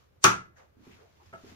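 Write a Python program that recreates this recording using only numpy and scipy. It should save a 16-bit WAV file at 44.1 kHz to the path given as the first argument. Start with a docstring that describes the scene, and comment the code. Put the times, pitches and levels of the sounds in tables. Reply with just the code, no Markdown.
"""A steel locking clamp snaps shut on a plastic jig and a wooden board in a cluttered workshop.
The lever slides (noise), cracks home (short noise bursts) and sets clamp, board and bench ringing
(wavering sines and a wash of noise) into the room. Then someone steps back (dull sine thuds) with
rustling clothes (fluttering noise) and knocks lightly on the clamped jig (soft taps and the same sines).
A tiny steel tick and soft hollow rubs are mixed in, over the still air of the shop (steady noise)."""
import sys
import numpy as np
from scipy import signal
from scipy.fft import rfft, irfft
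from scipy.io import wavfile
from scipy.ndimage import uniform_filter1d

SR = 44100
rng = np.random.default_rng(int(sys.argv[2]) if len(sys.argv) > 2 else 0)


def dump_mix(stems):
    """Bounce the given channels to the path in sys.argv[1] as a 16-bit WAV at rate SR."""
    frames = np.atleast_2d(stems).T  # one column per channel
    limited = np.clip(frames, -1, 1)  # hard clip at full scale
    pcm = np.round(limited * 32767).astype(np.int16)
    wavfile.write(sys.argv[1], SR, pcm)


N = 68355
T = np.arange(N) / SR  # time in seconds
LEFT_RIGHT = np.array([[.5], [-.5]])  # shares a level difference between left and right
RAGGED_DB = 3  # unevenness of the lever slide and the washes, before it is eased off in the bass

# how much louder the left side is: [pitch_hz, left_minus_right_db]
SIDE_BALANCE = [(60, -1.5), (130, -2.5), (280, 0), (550, 0), (1200, 0), (3000, 1), (8000, 0.5),
                (14000, -0.5)]


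def from_db(db):
    """Turn decibels into a gain."""
    return 10 ** (np.asarray(db) / 20)


def at_hz(points, hz):
    """Read a table between its points, along a log-frequency axis."""
    table_hz, values = np.transpose(points)
    return np.interp(np.log(hz), np.log(table_hz), values)


def dying(t60):
    """Fading envelope that loses 60 dB in t60 seconds."""
    return np.exp(-np.log(1000) * T / t60)


def later(x, s):
    """Delay a sound by s seconds."""
    n = round(s * SR)
    return np.pad(x, [(0, 0)] * (x.ndim - 1) + [(n, 0)])[..., :N]


def from_left(x):
    """The direct sound reaches the left microphone first."""
    right_lag_s = .00021
    return np.array([x, np.interp(T - right_lag_s, T, x, left=0)])


def noise(spectrum, ragged_db=0):
    """Steady stereo noise of a given colour, rms 1; raggedness scatters narrow resonances through it."""
    # how alike left and right are: [pitch_hz, likeness from -1 (opposite) to 1 (same)]
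    likeness = [(60, 0.48), (130, 1), (280, -0.012), (550, -0.3), (1200, -0.23), (2500, -0.087),
                (12000, -0.42)]
    peak_width_hz = 45
    hz = np.maximum(np.arange(N // 2 + 1) * SR / N, 1)
    peak_shape = np.exp(-((hz[:401] - hz[200]) / (peak_width_hz / 2)) ** 2)
    peaks = signal.fftconvolve(rng.standard_normal(len(hz)), peak_shape, "same")
    # tanh limits the peaks; the last factor keeps the bass smoother
    ragged = ragged_db * np.tanh(peaks / peaks.std()) * hz / (hz + 1500)
    gain = from_db(at_hz(spectrum, hz) + ragged + at_hz(SIDE_BALANCE, hz) * LEFT_RIGHT)
    alike = at_hz(likeness, hz)
    mid, side = rfft(rng.standard_normal((2, N)))
    stereo = np.sqrt(1 + alike) * mid + np.sqrt(1 - alike) * side * [[1], [-1]]
    x = irfft(gain * stereo, N)
    return x / x.std()


def evened(x, hz):
    """Hold the level of a band steady over some cycles, so that only its fine grain varies."""
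    window = int(SR * (.006 + 5 / hz))
    power = uniform_filter1d(np.mean(x ** 2, axis=0), window)
    return x * np.sqrt(power.mean() / (np.abs(power) + 1e-20))


def diffuse(spectrum, ragged_db=0):
    """Coloured noise that swells within a few cycles and dies band by band as the room does."""
    # how long the room rings: [pitch_hz, t60_s]
    room_t60 = [(60, 0.46), (200, 0.36), (700, 0.28), (1300, 0.29), (2000, 0.27), (4000, 0.26),
                (7500, 0.23), (15000, 0.175)]
    build_cycles = 1.8
    rest, out = noise(spectrum, ragged_db), 0
    for hz in 60 * 2 ** np.arange(9):  # octave bands, peeled off from the bass up
        top_hz = min(hz * np.sqrt(2), .49 * SR)
        band = signal.sosfiltfilt(signal.butter(3, top_hz, fs=SR, output="sos"), rest)
        rest = rest - band
        build = 1 - np.exp(-T * hz / build_cycles)
        steady = np.roll(evened(band, hz), N // 2, axis=1)  # start away from the filtered edges
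        out = out + steady * dying(at_hz(room_t60, hz)) * build
    return out


def room(x):
    """Reflections from shelves and walls, as strong as the sound that feeds them."""
    first_delay_s = .004
    response = later(diffuse([(20, 0), (20000, 0)]), first_delay_s)
    response = response / np.sqrt(np.sum(response ** 2) / 2)
    return signal.fftconvolve(x[None], response, axes=1)[:, :N]


def clamp_snap():
    """A lever slide, a burst of steel contacts with its echoes, then the ringing body and its wash."""
    # steel contacts as the lever goes home, each duller: [after_snap_s, relative_level_db, top_hz]
    contacts = [(0.0002, -0.5, 15000), (.0009, 2.5, 11000), (.0024, 0.5, 5500)]
    # early echoes from bench top and shelves: [after_direct_s, level_db relative to the crack]
    early_echoes = [(.0095, -15), (.024, -19)]
    # colour of the lever sliding just before it snaps: [pitch_hz, relative_db_per_hz]
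    slide_colour = [(300, -14), (1500, -6), (3000, -8), (5000, -2), (6500, 0.5), (8000, -3), (11000, -18.5),
                    (16000, -25.5)]
    # colour of the dense higher modes and reflections: [pitch_hz, relative_db_per_hz]
    wash_colour = [(45, -28), (110, -11), (170, -8), (250, -11.5), (400, -7.5), (560, -14), (760, -10.5),
                   (1000, -4.5), (1350, 2), (1800, -11.5), (2550, -9), (3600, -17), (5000, -17.5),
                   (6200, -12), (7500, -21), (10000, -25), (11700, -36.5), (13200, -25), (14800, -26),
                   (15600, -50)]
    snap_s, body_delay_s = 0.2406, .0018
    slide_db, crack_db, modes_db, wash_db = -30.5, -5.5, -1, -12.5
    slide_rise_s = 0.038  # time to rise by 60 dB

    # a fading envelope played backwards grows until the snap
    slide_rise = np.interp(snap_s - T, T, dying(slide_rise_s), left=0)
    slide = from_db(slide_db) * noise(slide_colour, RAGGED_DB) * slide_rise
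    crack = sum(later(from_db(crack_db + db) * contact(top_hz), s) for s, db, top_hz in contacts)
    echoes = sum(later(from_db(db) * crack[::-1], s) for s, db in early_echoes)  # sides swapped
    wash = from_db(wash_db) * diffuse(wash_colour, RAGGED_DB)
    ring = later(from_db(modes_db) * struck_body(by_hand=False) + wash, body_delay_s)
    panned_crack = crack * from_db(5 * LEFT_RIGHT)  # 5 dB towards the left
    return slide + later(panned_crack + echoes + ring, snap_s)


def contact(top_hz):
    """One hard touch of steel: a few milliseconds of noisy crack, dulled above top_hz."""
    # colour before dulling: [pitch_hz, relative_db_per_hz]
    crack_colour = [(150, -35.5), (700, -22.5), (1300, -5), (1900, -8.5), (3000, -5.5), (4600, -1.5),
                    (6200, 5), (8200, -6.5), (9800, -7), (11500, -17.5), (14000, -10.5), (16000, -22.5)]
    crack_t60_s = 0.0058
    dull = signal.butter(2, top_hz, fs=SR, output="sos")
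    return from_left(signal.sosfilt(dull, noise(crack_colour)[0]) * dying(crack_t60_s))


def struck_body(by_hand):
    """One blow starts all modes of the clamped parts; they ring unsteadily, direct and through the room."""
    # modes of bench, board, jig and clamp, levels relative:
    # [pitch_hz, snap_level_db, hand_level_db, t60_s before any damping by the hand]
    modes = [(113.6, -31.5, -24.5, 0.46), (126.7, -32, -26, 0.3), (190.4, -32.5, -30, 0.4),
             (346.5, -23.5, -32, .22), (374, -19, -13.5, 0.11), (661, -32.5, -12.5, 0.22),
             (864, -27, -17, 0.16), (914.6, -26, -24, 0.22), (1114.3, -15, -30, 0.11),
             (1161, -18.5, -30, 0.21), (1272, -19, -20, 0.22), (1303, -13, -9.5, 0.25),
             (1350, -21.5, -15.5, 0.29), (1381, -16.5, -18, 0.28), (1498.5, -21, -16, 0.13),
             (1690, -26, -21, 0.33), (2024, -31, -39, 0.38), (2153, -24.5, -15, .12),
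             (2554, -28, -37, 0.19), (2807, -28, -27, .18), (3194, -33.5, -40, .2), (5285, -31, -55, 0.16),
             (5790, -29.5, -55, .17), (5914, -18.5, -57, 0.054), (5984, -22.5, -55, 0.18),
             (6540, -27.5, -52, .19), (9730, -34, -70, 0.12), (13150, -36.5, -75, .13),
             (14300, -35, -75, .1)]
    build_cycles, room_db = 1.1, -13.5
    # the parts shift as they settle, so each ring wavers in pitch and level
    pitch_share, level_db = .005, 1
    direct, mono = 0, 0
    for hz, snap_db, hand_db, t60 in modes:
        strength = from_db((hand_db if by_hand else snap_db) + level_db * waver())
        pitch = hz * (1 + pitch_share * waver() / (1 + hz / 4000))  # high modes waver by a smaller share
        cycles = np.cumsum(pitch) / SR
        build = 1 - np.exp(-T * hz / build_cycles)
        mode = strength * np.sin(2 * np.pi * cycles) * dying(t60) * build
        direct = direct + from_left(mode) * from_db(at_hz(SIDE_BALANCE, hz) * LEFT_RIGHT)
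        mono = mono + mode
    return direct + from_db(room_db) * room(mono)


def waver():
    """Random drift around 0, gliding in straight lines between a new value every 10 ms or so."""
    step_s = 0.00997
    return np.interp(T / step_s, np.arange(600), rng.standard_normal(600))


def hand_knocks():
    """A soft contact gives a dull tap and excites the same body, with much less treble."""
    # soft knocks of a hand on the jig: [start_s, relative_level_db]
    knocks = [(1.3282, -34.5), (1.3358, -29.5)]
    # colour of tap and wash: [pitch_hz, relative_db_per_hz]
    knock_colour = [(60, -32), (150, -2.5), (280, -0.5), (450, -4), (660, 2), (1000, -17), (1360, -0.5),
                    (1800, -25), (2400, -23), (3000, -24), (4000, -40), (8000, -34), (16000, -52)]
    tap_db, modes_db, wash_db = -14.5, -3.5, -18
    tap_t60_s = .018
    hand_t60_s = 0.44  # the resting hand shortens the ring
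    body = from_db(modes_db) * struck_body(by_hand=True) * dying(hand_t60_s)
    out = 0
    for s, db in knocks:
        tap = from_db(tap_db) * noise(knock_colour) * dying(tap_t60_s)
        wash = from_db(wash_db) * diffuse(knock_colour, RAGGED_DB)
        out = out + from_db(db) * later(tap + body + wash, s)
    return out


def fading_sine(level_db, hz, t60):
    """A pure tone that starts at once and dies away."""
    return from_db(level_db) * np.sin(2 * np.pi * hz * T) * dying(t60)


def ticks():
    """A light touch sets one mode of the clamp's steel ringing, direct and through the room."""
    # tiny tick: [start_s, level_db, pitch_hz, t60_s]
    tick_table = [(1.259, -66.5, 5152, .09)]
    x = sum(later(fading_sine(db, hz, t60), s) for s, db, hz, t60 in tick_table)
    return from_left(x) + from_db(-3) * room(x)


def footfalls():
    """Short dull thuds of heel and sole, heard directly and through the room."""
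    # thuds: [start_s, level_db, pitch_hz]
    steps = [(0.769, -51, 265), (.795, -48, 244.3), (.869, -44, 363), (.876, -44, 258), (.897, -49.5, 202),
             (1.437, -45, 252.5), (1.445, -42, 393), (1.489, -50, 241), (1.521, -46, 259)]
    thud_t60_s, room_db = 0.039, -0.5
    x = sum(later(fading_sine(db, hz, thud_t60_s), s) for s, db, hz in steps)
    return from_left(x) + from_db(room_db) * room(x)


def brushes():
    """Sleeves and soles brush: each swells and fades in one band of friction noise."""
    # [peak_s, relative_level_db, rise_s (by 20 dB), fall_s (by 40 dB), centre_hz, width_octaves]
    brush_table = [(.015, -70, 0.054, 0.19, 1136, 0.31), (.568, -61, .014, 0.13, 1650, .2),
                   (0.574, -68.5, 0.022, 0.19, 6200, 0.15), (0.587, -57, 0.023, 0.2, 1190, 0.69),
                   (0.615, -58, 0.081, 0.19, 606, 0.48), (.87, -67, 0.13, 0.39, 1100, 0.42),
                   (0.924, -59.5, 0.058, 0.19, 2290, 0.46), (0.994, -62.5, 0.052, 0.23, 1188, 0.73),
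                   (1.502, -64.5, 0.11, 0.16, 1140, 0.96)]
    out = 0
    for s, db, rise, fall, hz, octaves in brush_table:
        drop_db = 20 * np.maximum((s - T) / rise, 2 * (T - s) / fall)
        out = out + from_db(db - drop_db) * hump(hz, octaves)
    return out


def hump(hz, octaves):
    """Noise in one resonance: 6 dB down at the given octaves to each side, duller far above."""
    grid = np.geomspace(20, 18000, 120)
    resonance_db = -20 * np.log10(1 + (np.log2(grid / hz) / octaves) ** 2)
    treble_loss_db = -20 * np.log10(1 + (grid / (hz * 5)) ** 2)
    return noise(np.c_[grid, resonance_db + treble_loss_db])


def clothes():
    """Clothes rustle: coloured noise whose level follows the movement."""
    # level over time: [time_s, relative_level_db]
    rustle = [(0, -66), (.1, -77.5), (.55, -82.5), (.575, -64.5), (.68, -78), (.76, -80), (.86, -62),
              (.935, -61.5), (.98, -64), (1.1, -69.5), (1.23, -66.5), (1.27, -63.5), (1.32, -66),
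              (1.35, -62.5), (1.42, -63), (1.5, -55), (1.55, -60.5)]
    # colour: [pitch_hz, relative_db_per_hz]
    cloth_colour = [(200, 2), (1000, 2.5), (2500, -1), (4000, -4), (6800, -6), (8200, -18), (11000, -16),
                    (14500, -15.5), (16000, -28.5)]
    return from_db(np.interp(T, *np.transpose(rustle))) * noise(cloth_colour)


def grain():
    """Cloth catches and slips: a quick uneven flutter of level."""
    flutter_db, mean_gap_s = 1, 0.0032
    knots = np.cumsum(rng.uniform(.5, 1.5, 2000)) * mean_gap_s
    return from_db(flutter_db * np.interp(T, knots, rng.standard_normal(len(knots))))


def swells():
    """Small hollow rubs and the floor giving underfoot: soft pressure stirs one narrow resonance."""
    # [peak_s, level_db, length_s (peak to about 9 dB down), pitch_hz]
    swell_table = [(0.501, -63.5, 0.024, 350), (0.82, -64.5, 0.049, 282), (1.023, -59.5, 0.042, 442),
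                   (1.055, -65, 0.052, 642), (1.215, -60, 0.018, 920), (1.228, -68, 0.024, 362),
                   (1.298, -58.5, .03, 88), (1.513, -60.5, 0.034, 79)]
    width_octaves = 0.21
    out = 0
    for s, db, length, hz in swell_table:
        swell = np.exp(-((T - s) / length) ** 2)
        out = out + from_db(db) * swell * hump(hz, width_octaves)
    return out


def still_air():
    """The still air of the shop: faint, steady coloured noise."""
    # colour: [pitch_hz, relative_db_per_hz]
    air_colour = [(25, -23), (50, -12.5), (80, 2), (130, -10.5), (250, -18), (450, -14.5), (800, -23.5),
                  (1400, -26), (2500, -33.5), (7000, -48.5), (10000, -45), (14000, -38), (16000, -45)]
    return from_db(-64.5) * noise(air_colour)


def scene():
    """Clamp, knocks and movement over the still air of the shop."""
    clamp = clamp_snap() + hand_knocks() + ticks()
    movement = footfalls() + (brushes() + clothes()) * grain() + swells()
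    return clamp + movement + still_air()


def record(dry):
    """The top is cut, and the highest peaks are rounded."""
    cutoff_hz, ceiling = 16900, .88
    cut = signal.cheby2(12, 60, cutoff_hz, fs=SR, output="sos")
    x = signal.sosfilt(cut, dry)
    rounded = x / (1 + (x / ceiling) ** 6) ** (1 / 6)
    return signal.sosfiltfilt(cut, rounded)


dry = scene()
out = record(dry)
dump_mix(out)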